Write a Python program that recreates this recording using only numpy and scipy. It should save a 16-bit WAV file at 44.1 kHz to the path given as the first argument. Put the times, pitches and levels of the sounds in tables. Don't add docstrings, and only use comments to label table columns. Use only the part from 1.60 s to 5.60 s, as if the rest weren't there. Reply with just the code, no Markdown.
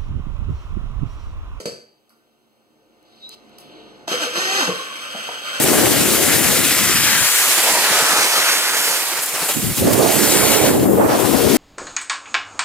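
import sys
import numpy as np
from scipy import signal
from scipy.fft import rfft, irfft
from scipy.io import wavfile
from scipy.ndimage import uniform_filter1d

SR = 44100
rng = np.random.default_rng(int(sys.argv[2]) if len(sys.argv) > 2 else 0)


def dump(signal):
    limited = np.clip(np.atleast_2d(signal).T, -1, 1)
    pcm = np.round(limited * 32767).astype(np.int16)
    wavfile.write(sys.argv[1], SR, pcm)


N = 176400
T = np.arange(N) / SR


def amp(db):
    return 10 ** (np.asarray(db) / 20)


def unit(x):
    return x / np.sqrt(np.mean(x ** 2) + 1e-20)


def curve(rows, axis=1):
    rows = np.array(rows)
    return np.interp(T, rows[:, 0], rows[:, axis])


def level(rows):
    return amp(curve(rows, axis=-1)) * (T >= rows[0][0]) * (T <= rows[-1][0])


def read(points, hz):
    f, value = np.transpose(points)
    return np.interp(np.log(hz + 1), np.log(f), value)


def colour(x, db_of):
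    size = 8192
    log_gain = np.log(amp(db_of(abs(np.fft.fftfreq(size, 1 / SR)))) + 1e-6)
    taps = np.fft.ifft(np.exp(np.conj(signal.hilbert(log_gain)))).real[:size // 2]
    return signal.oaconvolve(x, taps / np.linalg.norm(taps))[:len(x)]


def noise(points):
    return colour(rng.standard_normal(N), lambda f: read(points, f))


def drift(hz):
    rolloff = 1 + (np.fft.rfftfreq(N, 1 / SR) / hz) ** 4
    return unit(irfft(rfft(rng.standard_normal(N)) / rolloff, N))


def burst(start, decay_s, rise_s=0.00027):
    t = np.maximum(T - start, 0)
    return (1 - np.exp(-t / rise_s)) * np.exp(-t / decay_s)


def room(x, wet):
    # (frequency [Hz], time to fall 60 dB [s])
    t60 = [(100, 0.35), (500, 0.43), (2000, 0.5), (6000, 0.4), (15000, 0.34)]
    hz, t, z = signal.stft(rng.standard_normal((3, SR // 2)), SR, nperseg=256)
    alike = read([(400, 0.53), (2500, 0.88)], hz)[:, None]
    diffuse = np.sqrt(alike) * z[0] + np.sqrt(1 - alike) * z[1:]
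    fade = np.exp(-np.log(1000) * t / read(t60, hz)[:, None])
    tail = signal.istft(diffuse * fade, SR, nperseg=256)[1]
    reverb = signal.fftconvolve(x[None], tail / np.linalg.norm(tail[0]), axes=1)[:, :N]
    return np.sqrt(1 - wet ** 2) * x + wet * reverb


def background():
    # (time [s], level [dB])
    air_gain = [(0, -64.5), (.85, -63.5), (1.25, -60), (1.6, -54.5), (1.9, -50), (2.15, -46), (2.45, -47),
                (4, -50)]
    # (frequency [Hz], relative level [dB])
    air_colour = [(70, -10), (150, -2), (290, 4.5), (600, -0.5), (900, -7), (1800, -11), (3200, -18.5),
                  (6000, -21.5), (9000, -28.5), (15300, -46)]
    # (frequency [Hz], level against the room noise [dB])
    hums = [(50, -16.5), (285, -19), (709, -13.5)]
    # (time [s], level [dB])
    hiss_gain = [(0, -74), (1.2, -74), (1.65, -63), (1.85, -63.5), (2.02, -53), (2.2, -50), (2.45, -60),
                 (4, -51)]
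    # (frequency [Hz], relative level [dB])
    hiss_colour = [(1000, -10), (2800, 29), (4500, 25.5), (6000, -38), (15000, -66)]
    hum = sum(amp(db + 2 * drift(2.6)) * np.sqrt(2) * np.sin(2 * np.pi * hz * T) for hz, db in hums)
    air = room(noise(air_colour), wet=0.96)
    hiss = room(noise(hiss_colour), wet=0.24)
    return (air + hum) * level(air_gain) + hiss * level(hiss_gain)


def rattle(hz, width_hz):
    return colour(rng.standard_normal(N), lambda f: -20 * np.log10(1 + ((f - hz) / width_hz) ** 2))


def switch():
    # (time [s], level [dB], decay [s])
    clacks = [(0, -26.5, 0.019), (0.055, -17, 0.01), (0.072, -33, 0.042)]
    # (frequency [Hz], relative level [dB])
    thud_colour = [(75, -39), (130, -6), (215, -8), (310, -15.5), (480, 4.5), (800, -22), (1800, -19.5),
                   (3800, -24), (4700, -14.5), (5800, -18.5), (8000, -21), (15300, -39)]
    # (frequency [Hz], level against the clack [dB])
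    spring_modes = [(4520, -24), (4680, -19), (4980, -38)]
    blows = sum(amp(db) * burst(s, decay_s, rise_s=0.00099) for s, db, decay_s in clacks)
    thud = noise(thud_colour) * blows
    spring = sum(amp(db) * rattle(hz, width_hz=62) for hz, db in spring_modes)
    ring_out = sum(amp(db) * burst(s, decay_s=0.059) for s, db, _ in clacks)
    return room(thud + spring * ring_out, wet=0.6)


def knocks():
    # (time [s], level [dB], decay [s], centre [Hz], width [octaves])
    blows = [(.056, -30.5, 0.02, 218, 0.36), (.505, -60, 0.062, 1320, 0.59),
             (2.476, -18, 0.0042, 680, 0.32), (2.514, -21, 0.021, 325, 0.66),
             (2.532, -13.5, 0.0049, 485, 0.11), (2.661, -19.5, 0.011, 503, 0.13),
             (2.757, -21, 0.013, 800, 1.6), (2.775, -22.5, 0.017, 338, 1.02), (3.011, -23, 0.02, 987, 0.24),
             (3.08, -18, 0.015, 272, 1.3), (3.088, -20, 0.038, 457, 0.25),
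             (3.546, -33.5, 0.02, 215.7, 0.46), (3.548, -28.5, 0.017, 650, .3),
             (3.688, -16, 0.0038, 600, 0.92)]
    out = np.zeros(N)
    for start, db, decay_s, hz, octaves in blows:
        shape = burst(start, decay_s, rise_s=0.00055)
        push = shape * rng.standard_normal(N)
        push[round(start * SR)] += 0.76 * np.linalg.norm(shape)
        body = colour(push, lambda f: -47 * np.log10(1 + (np.log2((f + 1) / hz) / octaves) ** 2 / 2))
        out += amp(db) * body * np.linalg.norm(shape) / np.linalg.norm(body)
    return room(out, wet=0.54)


def lever():
    # (time [s], pitch [Hz], level [dB])
    squeak = [(1.45, 3940, -58.5), (1.61, 3900, -49), (1.63, 3840, -45.5), (1.69, 3950, -50),
              (1.725, 4160, -35), (1.745, 4090, -35), (1.76, 4150, -62)]
    # (start [s], end [s])
    squeal_span = (1.638, 1.69)
    # (time [s], level [dB], decay [s], room share [0-1])
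    snaps = [(.494, -43, 0.0018, 0.86), (1.428, -49, 0.0012, .3), (1.692, -25, 0.00098, 0.21),
             (1.748, -42, 0.00089, .3), (1.894, -48, 0.00089, .3), (1.984, -29, 0.0019, 0.73),
             (2.0, -48.5, 0.018, 0.37)]
    # (frequency [Hz], relative level [dB])
    snap_colour = [(400, -30), (1500, 1), (3000, -18), (4500, 3.5), (7000, -0.5), (11000, 3), (15300, -6)]
    squeal_db, rub_db, roughness = 9.5, -6.5, 0.011
    pitch_hz = curve(squeak) * (1 + roughness * drift(255))
    tone = np.sqrt(2) * np.sin(2 * np.pi * np.cumsum(pitch_hz) / SR)
    locked = np.exp(-2 * ((T - np.mean(squeal_span)) / np.ptp(squeal_span)) ** 2)
    rub = noise([(2300, -14.5), (3900, -2), (4700, -2.5), (5600, -13.0), (15000, -30)])
    friction = amp(squeal_db) * tone * locked + amp(rub_db) * rub
    snap = noise(snap_colour)
    clicks = sum(room(amp(db) * snap * burst(s, decay_s), wet) for s, db, decay_s, wet in snaps)
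    return clicks + room(friction * level(squeak), wet=0.26)


def casing(f):
    # (frequency [Hz], width [Hz], peak height [dB])
    modes = [(495, 92, 4), (1519, 27, 2), (2460, 16, 1), (2710, 27, 4.5), (3104, 110, 4.5), (6465, 13, 1.5)]
    return sum(db / (1 + (2 * (f - hz) / width) ** 2) for hz, width, db in modes)


def impacts(rate_hz, scatter_db, friction, decay_cycles):
    turns = np.cumsum(np.maximum(rate_hz, 1)) / SR
    cycle = turns.astype(int)
    force = amp(scatter_db * rng.uniform(-0.84, 1, N))[cycle]
    ticks = np.diff(cycle, prepend=0) * force
    scrape = force * np.exp(-(turns % 1) / decay_cycles) * rng.standard_normal(N)
    return np.sqrt(1 - friction) * unit(ticks) + np.sqrt(friction) * unit(scrape)


def starter():
    # (time [s], tooth rate [Hz])
    mesh = [(2.476, 150.2), (2.52, 233.5), (2.56, 260.5), (2.6, 350.2), (2.63, 304.5), (2.665, 228.1),
            (2.7, 234.8), (2.75, 337), (2.79, 366.7), (2.985, 396.7), (3.02, 291.7), (3.045, 235.7),
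            (3.1, 150.2)]
    # (time [s], level [dB])
    force = [(2.474, -46), (2.478, -23.5), (2.51, -26.5), (2.522, -19.5), (2.574, -35.5), (2.625, -22),
             (2.66, -25.5), (2.7, -45), (2.75, -26.5), (2.765, -21.5), (2.85, -24), (3.015, -18.5),
             (3.065, -24), (3.14, -35), (3.25, -41)]
    # (frequency [Hz], relative level [dB])
    rasp_colour = [(80, -39.5), (220, -8), (500, -2), (950, -6), (1600, 4), (2200, -2.5), (3300, 1),
                   (5000, -2.5), (6900, -3), (8200, -12), (12000, -15), (15300, -26)]
    # (harmonic [multiple of the tooth rate], base level [dB])
    harmonics = [(1, -18.5), (2, -13.5), (3, -19), (4, -13.5), (5, -10.5)]
    jitter, wobble, flutter_db = 0.05, 0.0106, 2.6
    load_db, full_sag_hz_per_s = 8, 1400
    mesh_hz = curve(mesh)
    tooth_hz = mesh_hz * (1 + jitter * drift(150))
    teeth = impacts(tooth_hz, scatter_db=-0.5, friction=0.86, decay_cycles=1.0)
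    rasp = unit(colour(teeth, lambda f: read(rasp_colour, f) + 0.94 * casing(f)))
    phase = 2 * np.pi * np.cumsum(mesh_hz * (1 + wobble * drift(67))) / SR
    sag = -np.gradient(mesh_hz) * SR / full_sag_hz_per_s
    load = uniform_filter1d(np.clip(sag, 0, 1), size=SR // 100)
    whine = np.zeros(N)
    for k, db in harmonics:
        gain = amp(db + load_db * load / k ** 2 + flutter_db * drift(60))
        whine += gain * np.sqrt(2) * np.sin(k * phase)
    whine *= np.minimum(mesh_hz / 327, 1) ** 2
    return room(rasp * level(force), wet=0.59) + room(whine * level(force), wet=0.5)


def clatter():
    # (time [s], level [dB])
    loudness = [(2.478, -38), (2.495, -24.5), (2.75, -35.5), (3.08, -31), (3.2, -33), (3.27, -32),
                (3.5, -31), (3.63, -29), (3.83, -31), (3.88, -28.5), (3.965, -27.5), (4, -30)]
    # (frequency [Hz], relative level [dB])
    tick_colour = [(70, -24), (150, -17.5), (350, -20.5), (480, -3), (850, -12.5), (1550, 1.5),
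                   (2100, -6.5), (2500, -2), (3300, 0.5), (4000, -8), (8000, -11), (12000, -22),
                   (15300, -23)]
    tick_hz, jitter, surge_db = 118.25, 0.3, 1.0
    rate_hz = tick_hz * (1 + jitter * drift(60))
    ticks = impacts(rate_hz, scatter_db=4, friction=0.66, decay_cycles=0.41)
    ticks *= amp(surge_db * drift(25))
    metal = unit(colour(ticks, lambda f: read(tick_colour, f) + casing(f)))
    return room(metal * level(loudness), wet=0.93)


def loose_part():
    # (time [s], level [dB])
    jolts = [(3.1, -27), (3.19, -35.5), (3.301, -30)]
    shape = sum(amp(db) * burst(s, decay_s=0.042) for s, db in jolts)
    return room(rattle(hz=1112, width_hz=45) * shape, wet=0.54)


def scene():
    sources = background() + switch() + lever() + starter() + clatter() + knocks() + loose_part()
    return sources + amp(-71) * rng.standard_normal(N)


def record(dry):
    low_cut_hz, edge_hz, delay_s = 80, 15850, 0.00056
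    left, right = signal.sosfilt(signal.butter(2, low_cut_hz, "high", fs=SR, output="sos"), dry)
    hz = np.fft.rfftfreq(2 * N, 1 / SR)
    turns = hz * delay_s
    treble_lag = np.pi * np.where(turns < 1, turns ** 3, 2 * turns - 1)
    bass_lag = 1 / (1 + (hz / 300) ** 2)
    left = irfft(rfft(left, 2 * N) * np.exp(-1j * (treble_lag + bass_lag)))[:N]
    band_limit = signal.firwin(255, edge_hz, window=("kaiser", 9), fs=SR)
    return signal.oaconvolve(np.array([left, right]), band_limit[None], "same")


dry = scene()
out = record(dry)
dump(out)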